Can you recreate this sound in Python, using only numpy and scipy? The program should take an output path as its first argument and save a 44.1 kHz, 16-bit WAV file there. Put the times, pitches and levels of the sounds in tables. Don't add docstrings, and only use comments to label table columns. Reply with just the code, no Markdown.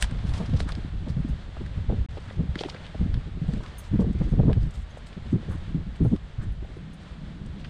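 import sys
import numpy as np
from scipy import signal
from scipy.fft import rfft, irfft, next_fast_len
from scipy.io import wavfile
from scipy.ndimage import uniform_filter1d, map_coordinates

SR = 44100
rng = np.random.default_rng(int(sys.argv[2]) if len(sys.argv) > 2 else 0)


def dump(signal):
    limited = np.clip(np.atleast_2d(signal).T, -1, 1)
    pcm = np.round(limited * 32767).astype(np.int16)
    wavfile.write(sys.argv[1], SR, pcm)


N = 339129


def amp(db):
    return 10 ** (np.asarray(db) / 20)


def unit(x):
    return x / np.sqrt(np.mean(x ** 2) + 1e-20)


def power(x, seconds):
    return np.abs(uniform_filter1d(x ** 2, max(1, int(seconds * SR)))) + 1e-20


def peak_rms(x, seconds):
    return np.sqrt(power(x, seconds).max())


def curve(points):
    return np.interp(np.arange(N) / SR, *np.transpose(points))


def wobble(rate, count=N):
    knots = rng.standard_normal(int(count * rate / SR) + 4)
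    return map_coordinates(knots, [np.arange(count) * rate / SR])


def swell(start_s, length_s, attack_s, release_s):
    t = np.arange(N) / SR - start_s
    return np.clip(t / attack_s, 0, 1) * np.exp(-np.clip((t - length_s) / release_s, 0, 20))


def colour(x, points):
    size = 2 * next_fast_len(len(x) // 2 + 4096)
    hz, db = np.transpose(points)
    gain = amp(np.interp(np.log(np.fft.rfftfreq(size, 1 / SR) + 1), np.log(hz), db))
    cepstrum = irfft(np.log(gain + 1e-6), size)
    cepstrum[1:size // 2] *= 2
    cepstrum[size // 2 + 1:] = 0
    return irfft(rfft(x, size) * np.exp(rfft(cepstrum)), size)[:len(x)]


def noise(points, count=N):
    return unit(colour(rng.standard_normal(count), points))


def crackle(count, rate, spread_db):
    snaps = rng.random(count) < rate / SR
    size = np.minimum(rng.exponential(size=count), 3)
    sign = rng.choice([-1, 1], count)
    return snaps * sign * amp(spread_db * size)


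def add(track, start_s, sound):
    start = round(start_s * SR)
    part = sound[max(0, -start):max(0, N - start)]
    track[max(0, start):][:len(part)] += part


def gravel(gain_db=-3, clump_db=4):
    # start_s, length_s, level_db
    crunches = [(0.008, 0.039, -38.5), (0.254, 0.045, -48.5), (0.327, 0.059, -45), (0.395, 0.17, -55),
                (0.56, 0.075, -50.5), (0.671, 0.054, -48.5), (1.081, 0.018, -47.5), (2.096, 0.27, -59),
                (2.593, 0.071, -49.5), (2.68, 0.039, -52), (3.495, 0.2, -56), (3.834, 0.018, -48),
                (3.993, 0.018, -50.5), (4.18, 0.084, -56), (4.604, 0.019, -53), (6.995, 0.04, -58)]
    # freq_hz, gain_db
    grit_spectrum = [(250, -4.5), (700, 9.5), (1600, 3.5), (3500, 7.5), (5000, 4), (6500, -2), (8400, -5),
                     (10500, -14), (12000, -24.5), (15000, -51)]
    weight = sum(amp(db) * swell(start_s, length_s, attack_s=.0064, release_s=.014)
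                 for start_s, length_s, db in crunches)
    grains = crackle(N, rate=3500, spread_db=4.5)
    clumps = amp(clump_db * np.tanh(wobble(110)))
    return amp(gain_db) * weight * unit(colour(grains * clumps, grit_spectrum))


def scuffs():
    # middle_s, width_s, level_db, centre_hz
    twists = [(0.017, 0.023, -44, 8300), (0.029, 0.021, -42, 1680), (0.374, 0.11, -45.5, 1000),
              (0.361, 0.1, -53, 2270), (0.356, 0.11, -59.5, 9000), (0.574, 0.0077, -46.5, 5000),
              (0.601, 0.017, -45.5, 4940), (0.603, 0.015, -49, 8560), (0.601, 0.035, -48, 1200),
              (0.693, 0.022, -38.5, 1430), (2.176, 0.012, -49, 3040), (2.291, 0.067, -50.5, 1870),
              (2.591, 0.017, -42, 4300), (2.61, 0.011, -37, 4400), (2.629, 0.13, -45.5, 580),
              (2.653, 0.016, -44, 3000), (2.699, 0.0073, -37.5, 4800), (2.766, 0.015, -47, 2300),
              (2.851, 0.016, -47, 3120), (3.565, 0.035, -54, 2620), (3.656, 0.039, -47.5, 1400),
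              (3.856, 0.02, -60, 1400), (3.97, 0.039, -53.5, 2050), (4.207, 0.074, -52.5, 2100),
              (5.528, 0.034, -46.5, 1520), (6.429, 0.057, -52, 1590), (7.607, 0.04, -56, 3870),
              (7.65, 0.016, -47.5, 2700), (7.659, 0.04, -63, 5000)]
    out, t = np.zeros(N), np.arange(-SR // 5, SR // 5) / SR
    for middle_s, width_s, db, hz in twists:
        band = [(hz / 6, -24), (hz * .4, -9), (hz * .7, -1), (hz * 1.05, 0), (hz * 1.4, -12),
                (hz * 3, -36), (hz * 15, -90)]
        grains = unit(colour(crackle(len(t), rate=3000, spread_db=4), band))
        add(out, middle_s + t[0], amp(db) * grains * np.exp(-2 * (t / width_s) ** 2))
    return colour(out, [(9500, -1.5), (12000, -18.5), (15000, -35)])


def stones(gain_db=-6, ring_db=7, lead_in_db=-13, shed_db=-11.5):
    # time_s, level_db, body_db, edge_db, pitch_hz
    clicks = [(0.024, -16.5, 6, 4.5, 3100), (0.0408, -32.5, 5, -2, 1550), (0.11, -45, 8.5, -3, 1400),
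              (0.189, -44.5, 8, -19, 2210), (0.2923, -39, 11, -2, 3530), (0.337, -35.5, 3, -12, 4100),
              (0.46, -42.5, -4, -9, 4900), (0.536, -42, 6, -20, 3100), (0.6026, -27.5, 6, -9, 3940),
              (0.688, -40, 8, 1, 1630), (0.691, -40, -2, -10, 3100), (0.72, -30.5, -6, -13, 4260),
              (0.751, -36, 3, -13, 5040), (1.091, -45, 4, -9, 4650), (1.6617, -45.5, 5.5, -9, 1630),
              (2.176, -42, -12, -12, 3270), (2.3014, -41, 2, -23, 2070), (2.555, -33.5, 7, -15.5, 2230),
              (2.5904, -23.5, -5, -25, 3080), (2.609, -36, -7, -21, 3360), (2.616, -41, -15, -10, 4500),
              (2.6352, -27, 5, -18, 3020), (2.698, -34.5, -6, -21, 5200), (2.7035, -49, -7, -12, 4500),
              (2.7448, -41.5, 6, -26, 1380), (2.864, -39.5, 6, -17, 3100), (3.141, -36.5, 4, -15, 3320),
              (3.5352, -42, 8, -7, 7000), (3.661, -39, 4, -20, 2400), (4.5299, -33.5, 9, -12, 2350),
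              (4.6297, -45, 1, -9, 5000), (4.754, -45.5, -3, -13, 4000), (5.068, -44, 3, -7, 8300),
              (5.128, -43.5, 0, -24, 2980), (5.958, -46.5, -2, -9, 2670), (6.1608, -44.5, 9.5, -10, 1100),
              (7.461, -53, -8, -1, 7000), (7.646, -38.5, 12, -22, 3000)]
    # freq_hz, gain_db
    upper_mids = [(1800, -40), (2500, 0), (5500, 0), (7000, -40)]
    out, t = np.zeros(N), np.arange(-SR // 50, SR // 12) / SR
    after = np.maximum(t, 0)
    lead_in = amp(lead_in_db) * np.exp(-np.abs(t) / .003)
    shed = amp(shed_db - 60 * after / .05)
    for time_s, db, body_db, edge_db, hz in clicks:
        snap = np.interp(db, [-42, -28], [1, 7])
        t60_s = np.interp(db, [-42, -28], [.014, .006])
        envelope = np.where(t < 0, lead_in, amp(-60 * after / t60_s) + shed)
        force = envelope * rng.standard_normal(len(t)) + snap * (t == 0)
        spectrum = [(150, -20), (600, body_db - 7), (1350, body_db - 2.5), (1700, body_db + 4),
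                    (2150, 3.5), (2650, 1.5), (3150, 4), (3900, 1), (4900, -1),
                    (6000, edge_db / 2 - 4.5), (7300, edge_db - 5.5), (8500, edge_db + 2),
                    (10000, edge_db - 8), (12000, edge_db - 31), (15000, edge_db - 47.5)]
        resonance = [(hz / 1.45, 0), (hz, ring_db), (hz * 1.35, 0)]
        click = colour(colour(force, spectrum), resonance)
        loudness = peak_rms(colour(click, upper_mids), .002)
        add(out, time_s + t[0] + .001, amp(db + gain_db) * click / loudness)
    return out


def sole_knocks(gain_db=-2, ring_db=-4):
    # start_s, level_db, pitch_hz
    landings = [(0.024, -46, 335), (0.042, -38, 1010), (0.602, -29.5, 435), (0.689, -42, 600),
                (0.723, -38.5, 477), (1.567, -36.5, 587), (2.171, -31, 590), (2.18, -34.5, 494),
                (2.309, -37, 610), (2.557, -24.5, 196), (2.6093, -24.5, 466), (2.636, -30, 750),
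                (2.649, -30.5, 387), (2.659, -24.5, 353), (2.686, -33, 820), (2.746, -36.5, 487),
                (2.945, -38.5, 755), (2.95, -29, 314), (3.605, -36, 636), (4.972, -34.5, 560),
                (5.427, -39.5, 345), (5.487, -30.5, 289), (7.606, -45, 600)]
    out, t = np.zeros(N), np.arange(SR // 8) / SR
    for start_s, db, hz in landings:
        force = rng.standard_normal(len(t)) * amp(-60 * t / .028)
        band = [(hz / 4, -9), (hz, 0), (hz * 1.7, -9), (hz * 3, -27), (hz * 6, -42), (hz * 30, -90)]
        tap = colour(force, band)
        ring = np.sin(2 * np.pi * hz * t) * amp(-60 * t / .02) * (1 - np.exp(-t / .001))
        knock = tap / peak_rms(tap, .004) + amp(ring_db) * ring / peak_rms(ring, .004)
        add(out, start_s, amp(db + gain_db) * knock / peak_rms(knock, .004))
    return out


def sole_bumps(width_s=.0066):
    # middle_s, level_db, pitch_hz
    soft_steps = [(6.626, -41, 397), (6.65, -47, 586), (6.77, -39.5, 393)]
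    out, t = np.zeros(N), np.arange(-SR // 25, SR // 25) / SR
    for middle_s, db, hz in soft_steps:
        push = rng.standard_normal(len(t)) * np.exp(-(t / width_s) ** 2)
        band = [(hz / 3, -20), (hz * .8, -3), (hz, 0), (hz * 1.25, -5), (hz * 2, -28), (hz * 8, -80)]
        bump = colour(push, band)
        add(out, middle_s + t[0], amp(db) * bump / peak_rms(bump, .008))
    return out


def turbulence(points, even_s):
    flow = noise(points)
    return unit(flow / np.sqrt(uniform_filter1d(power(flow, even_s), SR // 50)))


def wind(rumble_db=1, flutter_db=-2, lump_db=6.5, waver_db=2):
    # time_s, level_db
    breeze_levels = [(0, -37), (0.95, -32.5), (1.4, -37), (1.75, -35.5), (2.2, -38.5), (2.55, -45.5),
                     (2.75, -43), (3.25, -37), (3.75, -41), (4.72, -46), (5.0, -44.5), (5.6, -35.5),
                     (6.3, -44), (6.95, -45), (7.3, -43), (7.69, -38.5)]
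    # start_s, length_s, rumble_db, flutter_db
    gusts = [(0.017, 0.038, -24.5, -43), (0.109, 0.07, -29, -34), (0.218, 0.14, -27.5, -31.5),
             (0.477, 0.078, -22, -30), (0.602, 0.09, -31, -36.5), (0.739, 0.041, -44, -39),
             (0.919, 0.044, -27.5, -36), (1.057, 0.19, -32, -50), (1.29, 0.059, -29, -45),
             (1.594, 0.06, -33.5, -33), (1.751, 0.044, -25, -28), (1.862, 0.084, -24.5, -31),
             (1.968, 0.048, -25, -40), (2.363, 0.078, -32, -32), (2.474, 0.024, -22.5, -54),
             (2.98, 0.2, -25.5, -32.5), (3.305, 0.037, -35, -36), (3.42, 0.18, -32, -30.5),
             (3.904, 0.21, -28, -25.5), (4.144, 0.15, -26.5, -25), (4.311, 0.22, -23.5, -23),
             (4.546, 0.13, -24.5, -33), (4.743, 0.079, -32.5, -63), (5.156, 0.19, -39, -39.5),
             (5.318, 0.041, -39, -19), (5.474, 0.032, -29.5, -28.5), (5.739, 0.099, -35, -28.5),
             (5.857, 0.088, -37.5, -35.5), (5.999, 0.087, -25.5, -25), (6.111, 0.019, -23.5, -29),
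             (6.378, 0.022, -23, -37), (6.448, 0.061, -28, -32), (6.536, 0.098, -34, -60)]
    # freq_hz, gain_db
    rumble_spectrum = [(10, -11), (25, -4.5), (55, 0), (90, -4), (130, -12), (250, -29.5), (600, -99.5),
                       (2000, -120)]
    # freq_hz, gain_db
    flutter_spectrum = [(50, -42), (110, 0.5), (175, 3.5), (260, -6.5), (450, -18.5), (800, -38),
                        (1600, -51), (4000, -96), (8000, -120)]
    breeze = amp(curve(breeze_levels) + waver_db * wobble(9.9))
    rumble_gain, flutter_gain = breeze, amp(-5.5) * breeze
    for start_s, length_s, low_db, high_db in gusts:
        gust = swell(start_s, length_s, attack_s=.014, release_s=.023)
        rumble_gain = np.hypot(rumble_gain, amp(low_db) * gust)
        flutter_gain = np.hypot(flutter_gain, amp(high_db) * gust ** .92)
    rumble = turbulence(rumble_spectrum, even_s=.17)
    lumps = amp(lump_db * wobble(45))
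    flutter = unit(lumps * turbulence(flutter_spectrum, even_s=.031))
    return amp(rumble_db) * rumble_gain * rumble + amp(flutter_db) * flutter_gain * flutter


def wind_slaps(gain_db=-6, rise_s=.0069, rasp_gain_db=-.5):
    # time_s, level_db, centre_hz, rasp_db
    eddies = [(0.243, -20, 188, -22), (0.309, -21.5, 116, -28), (0.401, -17.5, 146, -12),
              (0.532, -13.5, 149, -18), (0.773, -26.5, 200, -15), (0.847, -26, 170, -29),
              (1.067, -24.5, 233, -10), (1.095, -18, 122, -35), (1.167, -16, 121.4, -21.5),
              (1.192, -16.5, 147, -43), (1.247, -20, 187, -25), (1.295, -19, 132, -45),
              (1.774, -16, 65, -30), (1.894, -15, 101, -8.5), (1.922, -16, 208, -9),
              (2.393, -12.5, 164, -20.5), (3.009, -14, 196, -22), (3.149, -24.5, 155, -21),
              (3.418, -16, 160, -30), (3.487, -15, 125, -20), (3.534, -18.5, 188, -19),
              (3.564, -21, 203, -14.5), (3.914, -19, 163, -30), (3.947, -12, 142, -29),
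              (3.991, -9, 162, -12), (4.011, -14.5, 185, -9.5), (4.043, -19.5, 119, -7.5),
              (4.099, -18.5, 191, -21), (4.21, -14.5, 190, -12.5), (4.322, -10.5, 131, -24),
              (4.392, -4, 110, -13), (4.428, -16, 134, -8.5), (4.456, -12.5, 99, -26),
              (4.494, -10, 127, -10), (4.571, -13.5, 105, -28), (5.33, -14.5, 187, -27),
              (5.747, -13, 164, -29), (6.023, -11.5, 166, -26), (6.048, -12, 176, -11),
              (6.064, -12.5, 133, -33), (6.118, -16, 217.5, -25), (6.132, -17.5, 302, -13.5)]
    rasp_spectrum = [(200, -13), (450, 9.5), (700, -5), (1000, -12.5), (1700, -27), (4000, -49),
                     (10000, -120)]
    out, t = np.zeros(N), np.arange(SR // 8) / SR
    envelope = t / rise_s * np.exp(1 - t / rise_s)
    fade = 1 - t / t[-1]
    for time_s, db, hz, rasp_db in eddies:
        pitch_hz = hz * 2 ** (.5 * np.tanh(wobble(230, len(t))))
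        size = amp(4 * np.tanh(wobble(260, len(t))))
        thump = envelope * size * np.sin(2 * np.pi * (np.cumsum(pitch_hz) / SR + rng.random()))
        rasp = colour(rng.standard_normal(len(t)) * envelope * size, rasp_spectrum)
        burst = thump / peak_rms(thump, .01) + amp(rasp_db + rasp_gain_db) * rasp / peak_rms(rasp, .01)
        add(out, time_s - .002, amp(db + gain_db) * burst * fade)
    return out


def zip_pull(gain_db=-3, scrape_db=-11, bounce_loss_db=13):
    # start_s, level_db, tilt_db_per_octave
    tinkles = [(1.284, -63, -8), (3.781, -41.5, 11), (3.7915, -45, 9), (3.93, -65, 16), (4.299, -69, -12),
               (4.905, -69, -22), (4.975, -68, -8), (5.32, -72, -8), (5.511, -56.5, 2), (5.524, -62, 0),
               (5.645, -76, 0), (6.0402, -63, 0), (6.0801, -70, -10), (6.519, -71, 4), (6.648, -72, 6),
               (6.7655, -72, -7), (6.9311, -60, -3)]
    # freq_hz, level_db, t60_s
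    modes = [(6400, 3, 0.06), (9200, -4, 0.04), (9440, 6.5, 0.07), (9900, -10, 0.028), (13140, -16, .08),
             (13260, -10, 0.07), (14580, -22, .08)]
    scrape_spectrum = [(2000, -27), (6500, -4.5), (9500, 2), (11800, -15.5), (13500, -3.5), (15000, -21)]
    out, t = np.zeros(N), np.arange(SR // 6) / SR
    hz, mode_db, t60_s = np.transpose(modes)[:, :, None]
    octaves = np.log2(hz / np.median(hz))
    onset = 1 - np.exp(-t / .003)
    for start_s, db, tilt_db in tinkles:
        for bounce in range(3):
            phase_blur = .07 * np.cumsum(rng.standard_normal((len(modes), len(t))), axis=1)
            strength_db = mode_db + tilt_db * octaves + 3 * rng.standard_normal(hz.shape)
            ring = (amp(strength_db - 60 * t / t60_s) * np.sin(2 * np.pi * hz * t + phase_blur)).sum(0)
            scrape = amp(scrape_db - 60 * t / .09) * noise(scrape_spectrum, len(t))
            touch_s = start_s + bounce * rng.uniform(.0045, .0072)
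            add(out, touch_s, amp(db + gain_db - bounce_loss_db * bounce) * (ring + scrape) * onset)
    return out


def clothing(gain_db=-2):
    # start_s, length_s, level_db
    creases = [(1.278, 0.03, -65), (3.47, 0.11, -67), (3.622, 0.06, -68), (3.769, 0.12, -64.5),
               (4.003, 0.022, -60.5), (4.126, 0.008, -62), (4.283, 0.044, -66), (4.62, 0.05, -68),
               (4.705, 0.008, -57), (4.737, 0.029, -58.5), (4.773, 0.06, -65), (4.971, 0.012, -60),
               (5.058, 0.029, -59.5), (5.303, 0.025, -64.5), (5.49, 0.072, -65), (5.578, 0.007, -63),
               (5.954, 0.014, -64), (6.03, 0.12, -67.5), (6.416, 0.027, -61), (6.927, 0.018, -67),
               (7.592, 0.02, -67)]
    # freq_hz, gain_db
    cloth_spectrum = [(1500, -20), (3500, -3), (5200, -2.5), (6500, -1.5), (8300, 1.5), (9500, -10),
                      (11000, -14), (13000, -22.5), (15000, -36)]
    folding = sum(amp(db) * swell(start_s, length_s, attack_s=.0033, release_s=.006)
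                  for start_s, length_s, db in creases)
    rustle = unit(colour(crackle(N, rate=5500, spread_db=5.5), cloth_spectrum))
    return amp(gain_db) * folding * rustle


def shore(gain_db=1, waver_db=1):
    # time_s, level_db
    hiss_levels = [(0.0, -48), (0.6, -49), (0.9, -51), (2.55, -51), (2.9, -48.5), (3.28, -52), (3.7, -51),
                   (4.72, -52.5), (5.05, -52), (5.5, -51), (5.8, -53), (6.83, -54), (7.13, -51.5),
                   (7.32, -54), (7.69, -52.5)]
    # freq_hz, gain_db
    hiss_spectrum = [(100, 13), (300, 3.5), (550, 8), (1000, 3.5), (1800, 3.5), (2500, -1.5), (3400, 0.5),
                     (4500, -6.5), (5600, -14.5), (7000, -16.5), (8700, -18.5), (10200, -30.5),
                     (12000, -41), (15000, -69.5)]
    return amp(curve(hiss_levels) + gain_db + waver_db * wobble(14)) * noise(hiss_spectrum)


def far_motor(gain_db=-1):
    # time_s, level_db
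    motor_levels = [(0, -62.5), (2.85, -46), (3.75, -61), (6.3, -62), (6.9, -39), (7.1, -48), (7.22, -38.5),
                    (7.69, -38)]
    # freq_hz, gain_db
    drone_spectrum = [(80, -36.5), (125, -13.5), (158, 5), (178, -8), (195, -0.5), (220, -12), (380, -23.5),
                      (700, -41), (2000, -74.5), (6000, -120)]
    return amp(curve(motor_levels) + gain_db) * noise(drone_spectrum)


def scene():
    buffeting = wind() + wind_slaps()
    footsteps = gravel() + scuffs() + stones() + sole_knocks() + sole_bumps()
    return (buffeting + footsteps + clothing() + zip_pull() + shore() + far_motor())[None]


def record(dry, ceiling=.36, gap_start_s=2.062, gap_end_s=2.087, top_hz=15600):
    rounded = dry / (1 + np.abs(dry / ceiling) ** 6) ** (1 / 6)
    t = np.arange(N) / SR
    live = (t < gap_start_s) | (t > gap_end_s)
    gate = uniform_filter1d(live.astype(float), SR // 1000)
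    lowpass = signal.butter(16, top_hz, fs=SR, output="sos")
    return signal.sosfilt(lowpass, rounded * gate)


dry = scene()
out = record(dry)
dump(out)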